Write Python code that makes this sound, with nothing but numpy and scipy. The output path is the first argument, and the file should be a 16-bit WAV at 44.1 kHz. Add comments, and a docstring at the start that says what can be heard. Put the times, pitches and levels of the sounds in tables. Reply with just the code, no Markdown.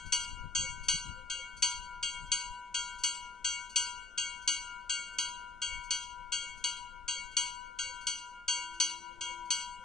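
"""A small bronze bell in a stone gable, turned over and over by hand, is already pealing as heard from the lawn.
Its clapper falls twice a turn, softly on one lip, then hard and bright on the other, exciting modes that
decay in a fast even peal; the axle groans faintly around each soft blow and the walls answer.
Wind buffets the microphone, with sharp puffs in the first 2.3 s, then eases over a wash of air and leaves.
From 8.4 s a cow lows far away while the bell rings on."""
import sys
import numpy as np
from scipy import signal
from scipy.fft import rfft, irfft, next_fast_len
from scipy.io import wavfile
from scipy.ndimage import map_coordinates

SR = 44100
rng = np.random.default_rng(int(sys.argv[2]) if len(sys.argv) > 2 else 0)


def pcm_store(signal):
    """Save signal as 16-bit PCM."""
    levels = np.round(np.clip(np.atleast_2d(signal), -1, 1) * 32767)
    wavfile.write(sys.argv[1], SR, levels.astype(np.int16).T)


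N = 433944

# Clapper blows, soft lip and hard lip in turn; the hum gains or loses by how a blow meets the
# old ringing: (time [s], force [dB], hum gain [dB])
BLOWS = [(-0.17, 0, -1), (0.1225, -0.5, -3.5), (0.549, 2.5, -2), (0.8838, 1, -1.5), (1.2983, -2.5, -9),
         (1.623, 1.5, -.5), (2.027, 0, -4), (2.3171, -0.8, -6.5), (2.7422, 1, -4.5), (3.0359, -1, -6.5),
         (3.4435, 1.5, -2.6), (3.7586, 1, -5), (4.1756, 0.9, -3.5), (4.476, 0.2, -1.5), (4.8939, 1, -4.5),
         (5.1845, -2.5, -4), (5.6167, -0.3, -2), (5.9063, -2.3, -6.5), (6.3196, 0.9, -9.5),
         (6.64, -2.1, -1.5), (7.079, 0.5, -1), (7.3673, 0.4, -4), (7.787, -0.1, -3.5), (8.0688, -3, -3),
         (8.4794, 3.5, 1), (8.8003, 1, 6.5), (9.2082, -4.5, 6), (9.5045, -1.4, 0.5)]
BLOW_TIMES = [row[0] for row in BLOWS] + [9.93]  # the last entry is the next soft blow: it closes the final turn, and the axle groans just before it


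def bell(hum_hz=977.2, hard_clang_db=-39.5, soft_clang_db=-45.0, clang_t60=0.31,
         crack_db=8, crack_t60=0.064, rebound_db=-2.0, rebound_rise_s=.012, rebound_t60=0.096,
         hard_rise_s=0.0002, soft_rise_s=0.0017, damp_s=0.005):
    """Impact excitation: each blow damps the old ringing and starts new modes, a crack and a clang."""
    # A stronger blow is brighter: (frequency [Hz], gain at 0 dB force [dB], growth with force [dB/dB])
    brightening = [(1400, -0.9, 0.69), (2200, -1.22, 0.63), (3300, -1, 0.78), (3900, 0.7, 1.05),
                   (4800, -1.6, 1.86), (5500, 0.5, 1.84), (7700, 2.94, 1.08), (10200, 3, 1.2)]
    # Slow drift of the treble above about 5 kHz: (time [s], gain [dB])
    sparkle = [(.9, 1.5), (1.6, -0.9), (3, 1.8), (5.2, -0.2), (7, -1), (9.5, 1)]
    clang = clang_noise()
    turns = (np.arange(len(BLOW_TIMES)) - 1) / 2
    out = np.zeros(N)
    for k, (s, force_db, hum_db) in enumerate(BLOWS):
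        hard, length = k % 2, BLOW_TIMES[k + 1] - s
        t = np.arange(int((length + .06) * SR)) / SR
        turn = np.interp(s + t, BLOW_TIMES, turns)
        sparkle_db = np.interp(s, *np.transpose(sparkle))
        colour = [(hum_hz, hum_db)]
        for hz, db, growth in brightening:
            colour.append((hz, db + growth * force_db + sparkle_db * (hz > 5000)))
        fade = amp(-60 * t / clang_t60) + amp(crack_db - 60 * t / crack_t60)
        if hard:  # the clapper bounces back once
            since = t - rng.uniform(.085, .125)
            rise = np.clip(since / rebound_rise_s, 0, 1)
            fade += rise * amp(rebound_db - 60 * abs(since) / rebound_t60)
        dense = np.roll(clang, -k * SR // 3)[:len(t)] * fade
        clang_db = force_db + (hard_clang_db if hard else soft_clang_db)
        blow = ringing_modes(t, turn, hard, colour) + amp(clang_db) * dense
        contact = 1 - np.exp(-t / (hard_rise_s if hard else soft_rise_s))
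        damping = np.exp(-np.maximum(t - length, 0) / damp_s)
        add(out, s, gable(blow * contact * damping))
    return out + clapper_grazes(clang, clang_t60)


def ringing_modes(t, turn, hard, colour, swing_m=0.034, rise_cycles=6, bite_share=0.77, bite_s=0.029):
    """Modal superposition: damped sinusoids of a turning bell, weighted by colour (Hz, dB)."""
    # Main modes: (frequency [Hz], hard-lip level [dB], soft-lip level [dB], decay by 60 dB [s],
    # radiation lobes [count], lobe depth [0-1], lobe direction [turns])
    main_modes = [(977.2, -39, -43, 1.62, 2, .45, .32), (1408, -43, -50.5, 2.2, 1, .62, .66),
                  (1515.5, -48, -45.8, 1.6, 2, .58, .45), (2225.6, -42.3, -39.5, 1, 3, .65, .057),
                  (2826.3, -42.8, -37, .88, 1, .8, .34), (2873, -32.8, -43.9, .52, 2, .62, .435),
                  (3234.5, -38.3, -36.7, .66, 2, .45, .033), (4504.5, -30.2, -39.5, .45, 1, .65, .69)]
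    # Upper modes: (frequency [Hz], hard-lip level [dB], soft-lip level [dB], base decay by 60 dB [s])
    upper_modes = [(3944, -51, -51.5, .62), (3966, -49, -59.5, .7), (4165, -50, -50, .55),
                   (4627, -40, -43, .4), (4698, -39, -51, .42), (5581, -54, -59, .55),
                   (5720, -53, -52, .51), (5985, -33.6, -38.6, .45), (6428, -46.3, -41, .49),
                   (6483, -34.6, -40.3, .4), (6555, -41.4, -39.2, .44), (6735, -48.5, -46.5, .6),
                   (6803, -49.3, -56.6, .49), (7500, -43.8, -45.1, .41), (7644, -39, -40.3, .54),
                   (7942, -50, -44, .47), (8004, -50, -52, .52), (8490, -51, -55, .44),
                   (8663, -50, -57, .45), (9242, -48, -62, .36), (9515, -53, -57, .49),
                   (9625, -54.5, -65, .39), (9981, -57, -80, .3), (10505, -58, -73, .43),
                   (11518, -69, -75, .45), (12976, -64, -82, .33), (13615, -66, -75, .36)]
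    delayed_t = np.float32(t - swing_m / 343 * np.sin(2 * np.pi * turn))  # Doppler: the mouth circles
    t, turn = np.float32(t), np.float32(turn)
    build_up = .68 * (1 - np.exp(-t / .06))
    bite = 1 + bite_share * np.exp(-t / bite_s)  # a hard blow first sheds its treble quickly
    out = np.zeros(len(t))
    for hz, hard_db, soft_db, t60, *lobes in main_modes + upper_modes:
        db = (hard_db if hard else soft_db) + along(colour, hz)
        phase = 2 * np.pi * (hz * delayed_t + rng.random())
        # reflections of the moving bell build up slightly detuned and beat with the direct sound
        beat_hz = hz ** .5 / 7 * rng.uniform(.6, 1.4) * (1 if rng.random() < .5 else -1)
        reflected = build_up * min(1, hz / 1800)
        wave = np.sin(phase) + reflected * np.sin(phase + 2 * np.pi * (beat_hz * t + rng.random()))
        if lobes:  # louder and quieter directions sweep past the listener
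            count, depth, direction = lobes
            wave += depth * np.sin(phase + 2 * np.pi * count * (turn - direction))
            db -= 0.05 * rng.normal()
        else:  # upper modes vary more from blow to blow
            db += rng.normal(-2, 2.0)
            t60 *= 0.89
        swell = 1 - np.exp(-t * hz / rise_cycles)  # low modes build up more slowly
        if hard and hz > 3000:
            swell = swell * bite
        decay = np.exp(-float(np.log(1000) / t60) * t)
        out += decay * swell * wave * float(amp(db))
    return out


def clang_noise(band_hz=22, peak_db=20, peak_share=.13):
    """High modal density: crowded weak overtones merge into noise with narrow spectral peaks."""
    # Spectral envelope of the clang: (frequency [Hz], relative density [dB])
    envelope = [(200, -19.5), (700, -19.5), (1500, -8.5), (1900, -13), (3000, 2.5), (3750, -4), (4500, 8),
                (5150, -6), (6400, -3), (7800, 2), (9600, -12.5), (11000, -24.5), (13500, -49),
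                (15000, -33)]
    grid = np.arange(0, SR / 2, band_hz)
    peaks = peak_db * (rng.random(len(grid)) < peak_share)
    white = rng.standard_normal(N)
    return unit(filtered(white, lambda hz: amp(along(envelope, hz) + np.interp(hz, grid, peaks))))


def clapper_grazes(clang, clang_t60, clang_db=-34, start_db=-19.5, fade_db_per_s=1.3, rise_s=0.0041):
    """Light contact excites mostly treble: the clapper grazes the bronze just before each hard blow."""
    t = np.arange(SR // 6) / SR
    touch = ringing_modes(t, turn=0 * t, hard=True, colour=[(1500, -29.5), (4500, -5.0), (9000, 5.0)])
    envelope = (1 - np.exp(-t / rise_s)) * (1 - t / t[-1])
    out = np.zeros(N)
    for s in BLOW_TIMES[1::2]:
        dense = amp(clang_db - 60 * t / clang_t60) * np.roll(clang, rng.integers(N))[:len(t)]
        lead_s = rng.normal(.06, 0.0052)
        db = rng.normal(start_db - fade_db_per_s * s, 4)  # lighter as the ringer settles in
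        add(out, s - lead_s, amp(db) * (dense + touch) * envelope)
    return out


def gable(sound, gap_s=.005):
    """Scattering: the gable adds a delayed answer, different for each position of the bell."""
    response = np.pad(wall_tail(), (round(gap_s * SR), 0))
    response[0] += 1  # the direct path
    return signal.fftconvolve(sound, response)


def yard(x, step_s=.7):
    """Diffuse field: reverberation, unrelated at the two ports, changes as bell and air move."""
    step = round(step_s * SR)
    padded = np.pad(x, (step, 2 * step))
    crossfade = np.sin(np.linspace(0, np.pi, 2 * step))
    out = np.zeros((2, N))
    for start in range(0, N + step, step):
        segment = padded[start:start + 2 * step] * crossfade
        for port in out:
            add(port, (start - step) / SR, signal.fftconvolve(segment, wall_tail()))
    return out


def wall_tail():
    """Reverberant decay: a random impulse response of stone walls, each band dying at its own rate."""
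    # Reverberation time: (frequency [Hz], decay by 60 dB [s])
    decay_times = [(500, 0.73), (3000, 0.3), (7000, 0.76), (14000, 0.12)]
    # Strength of the reflected sound: (frequency [Hz], gain [dB])
    reflection = [(1000, -3.5), (3000, -15), (5000, -18.5), (8000, -19.5)]
    hz, t, spectra = signal.stft(rng.standard_normal(SR // 2), SR, nperseg=256)
    t60 = along(decay_times, hz)[:, None]
    equal_energy = np.sqrt(np.log(10 ** 6) / (t60 * SR))
    gain = amp(along(reflection, hz))[:, None] * equal_energy
    return signal.istft(spectra * gain * amp(-60 * t / t60), SR, nperseg=256)[1]


def at_ports(x):
    """Diffraction: the housing shades and delays the two microphone ports differently by frequency."""
    # Left port relative to right: (frequency [Hz], level difference [dB], phase lead [rad])
    shading = [(900, 10.7, 0), (1000, 10.7, 0), (1400, 5.3, 0), (2300, 5.1, 0), (3200, 3.7, .2),
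               (4500, 2.7, .4), (6000, .1, 1), (6750, -1.4, 1.2), (7600, 3.7, 2.4), (8000, 10.9, 2.3),
               (8600, 9.6, 1.5), (10500, 8.1, 1.4), (13500, 1.1, 2.3)]

    def response(hz):
        half = amp(along(shading, hz) / 2) * np.exp(.5j * along(shading, hz, column=2))
        pair = np.array([half, 1 / half])
        return pair / np.sqrt(np.mean(abs(pair) ** 2, axis=0))
    return filtered(x, response)


def wind(left_db=8.5, right_db=-5.0, lumps_db=2.0, puff_gain_db=3):
    """Turbulent pressure: eddies rumble on each port separately, most on the windward left one."""
    # Strength of the buffeting: (time [s], relative level [dB])
    buffeting = [(0.0, -60), (0.05, -56), (0.13, -59.5), (0.38, -52), (1.2, -57), (1.31, -62), (2.3, -56),
                 (2.38, -66), (2.52, -57), (2.6, -64.5), (5.59, -64.5), (5.78, -54), (5.84, -61),
                 (8.17, -63), (8.25, -68.5), (9.84, -63.5)]
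    # Sharp puffs on the ports: (time [s], half length [s], relative level [dB])
    puffs = [(0.067, 0.021, -57.5), (0.33, 0.017, -60), (0.453, 0.021, -51), (0.608, 0.039, -53),
             (0.746, 0.069, -60), (0.947, 0.016, -52), (1.092, 0.042, -53.5), (2.245, 0.043, -62)]
    # Spectra of the rumble and of a puff: (frequency [Hz], relative density [dB])
    rumble_spectrum = [(15, -0.5), (32, 2.5), (60, -6.5), (110, -15.5), (200, -20), (500, -39.5),
                       (2000, -77)]
    puff_spectrum = [(25, 6.5), (60, 12), (170, 9), (280, -5.5), (500, -20.5), (2000, -54.5)]
    buffet_db, = curves(buffeting)
    t = np.arange(N) / SR
    rumble = amp(buffet_db) * unit(noise(rumble_spectrum) * amp(lumps_db * wobble(12)))
    puffing = sum(amp(db + puff_gain_db) * np.exp(-((t - s) / width) ** 2) for s, width, db in puffs)
    return (rumble + puffing * noise(puff_spectrum)) * amp([[left_db], [right_db]])


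def axle(pitch_hz=500, arch_hz=18, blur=1.0):
    """Friction tones: the bearing groans in nearly pure arched notes, blurred by the distance."""
    # The axle binds at the same two places in every turn:
    # (centre time after the soft blow [s], length [s], relative level [dB])
    groans = [(-.11, 0.14, -74.5), (.095, .13, -70)]
    # How strongly it binds: (time [s], gain [dB])
    binding = [(.5, 4), (1.4, 5), (2.1, -7), (5, -5.5), (6.4, -4), (9.8, 2)]
    binding_db, = curves(binding)
    out = np.zeros(N)
    for s in BLOW_TIMES[::2]:
        for after_s, length, db in groans:
            arch = np.sin(np.linspace(0, np.pi, int(length * SR)))
            phase = 2 * np.pi * np.cumsum(pitch_hz + arch_hz * arch) / SR
            add(out, s + after_s - length / 2, amp(db) * arch * np.sin(phase))
    return out * amp(binding_db) * np.sqrt(2) * (1 + blur * wobble(42))


def cow(waver=0.0034, flutter_db=1):
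    """Attenuation with distance: of one long low, only the fundamental carries this far."""
    # Course of the call: (time [s], pitch [Hz], relative level [dB])
    call = [(8.4, 274, -100), (8.52, 300, -73), (8.6, 323, -71), (8.8, 334, -65.5), (9.1, 339, -68),
            (9.42, 342, -64), (9.5, 332, -69), (9.57, 302, -100)]
    hz, db = curves(call)
    phase = 2 * np.pi * np.cumsum(hz * (1 + waver * wobble(18))) / SR
    voiced = db > db.min()
    return np.sqrt(2) * amp(db + flutter_db * wobble(8.6)) * np.sin(phase) * voiced


def countryside(left_db=-65, right_db=-74, patchy_db=1):
    """Partly coherent ambient noise: a soft wash of air and leaves, half shared by the two ports."""
    # Spectrum of the wash: (frequency [Hz], relative density [dB])
    air_spectrum = [(25, -41), (110, -9.5), (200, 6), (300, 0), (500, -0.5), (800, -3.5), (2000, -13),
                    (5000, -20.5), (9000, -21.5), (12000, -47.5), (15000, -43)]
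    shared, left, right = noise(air_spectrum, channels=3)
    wash = unit(np.array([left + shared, right + shared]))
    return wash * amp(patchy_db * wobble(2.91)) * amp([[left_db], [right_db]])


def amp(db):
    """Decibels as an amplitude ratio."""
    return 10 ** (np.asarray(db) / 20)


def unit(x):
    """Normalisation to rms 1."""
    return x / np.sqrt(np.mean(x ** 2) + 1e-20)


def along(points, hz, column=1):
    """Interpolation of a table column on a log frequency axis."""
    table = np.transpose(points)
    return np.interp(np.log(hz + 1), np.log(table[0]), table[column])


def curves(rows):
    """Linear interpolation: one value per sample for each column after the time."""
    s, *cols = np.transpose(rows)
    return [np.interp(np.arange(N) / SR, s, c) for c in cols]


def wobble(rate):
    """Random modulation: a smooth curve with rate knots a second."""
    return map_coordinates(rng.standard_normal(int(N * rate / SR) + 4), [np.arange(N) * rate / SR])


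def filtered(x, response):
    """Linear filtering: the spectrum of x times a complex frequency response."""
    m = next_fast_len(N + 8192)
    return irfft(rfft(x, m) * response(np.fft.rfftfreq(m, 1 / SR)), m)[..., :N]


def noise(spectrum, channels=2):
    """Spectral shaping: uncorrelated coloured noises of rms 1."""
    return unit(filtered(rng.standard_normal((channels, N)), lambda hz: amp(along(spectrum, hz))))


def add(track, s, sound):
    """Superposition of a sound on a track from time s on."""
    start = round(s * SR)
    sound = sound[max(-start, 0):max(N - start, 0)]
    track[max(start, 0):][:len(sound)] += sound


def scene(yard_db=-4):
    """Superposition at two ports: the bell, its reverberation, wind, leaves, axle and far cow."""
    peal = bell()
    leftward = amp([[3.5], [-6]])
    bell_in_yard = at_ports(peal) + amp(yard_db) * yard(peal)
    return bell_in_yard + wind() + countryside() + (axle() + cow()) * leftward


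def record(dry, top_hz=14600):
    """Band limiting: an ideal low-pass filter passes nothing above top_hz."""
    return filtered(dry, lambda hz: hz < top_hz)


dry = scene()
out = record(dry)
pcm_store(out)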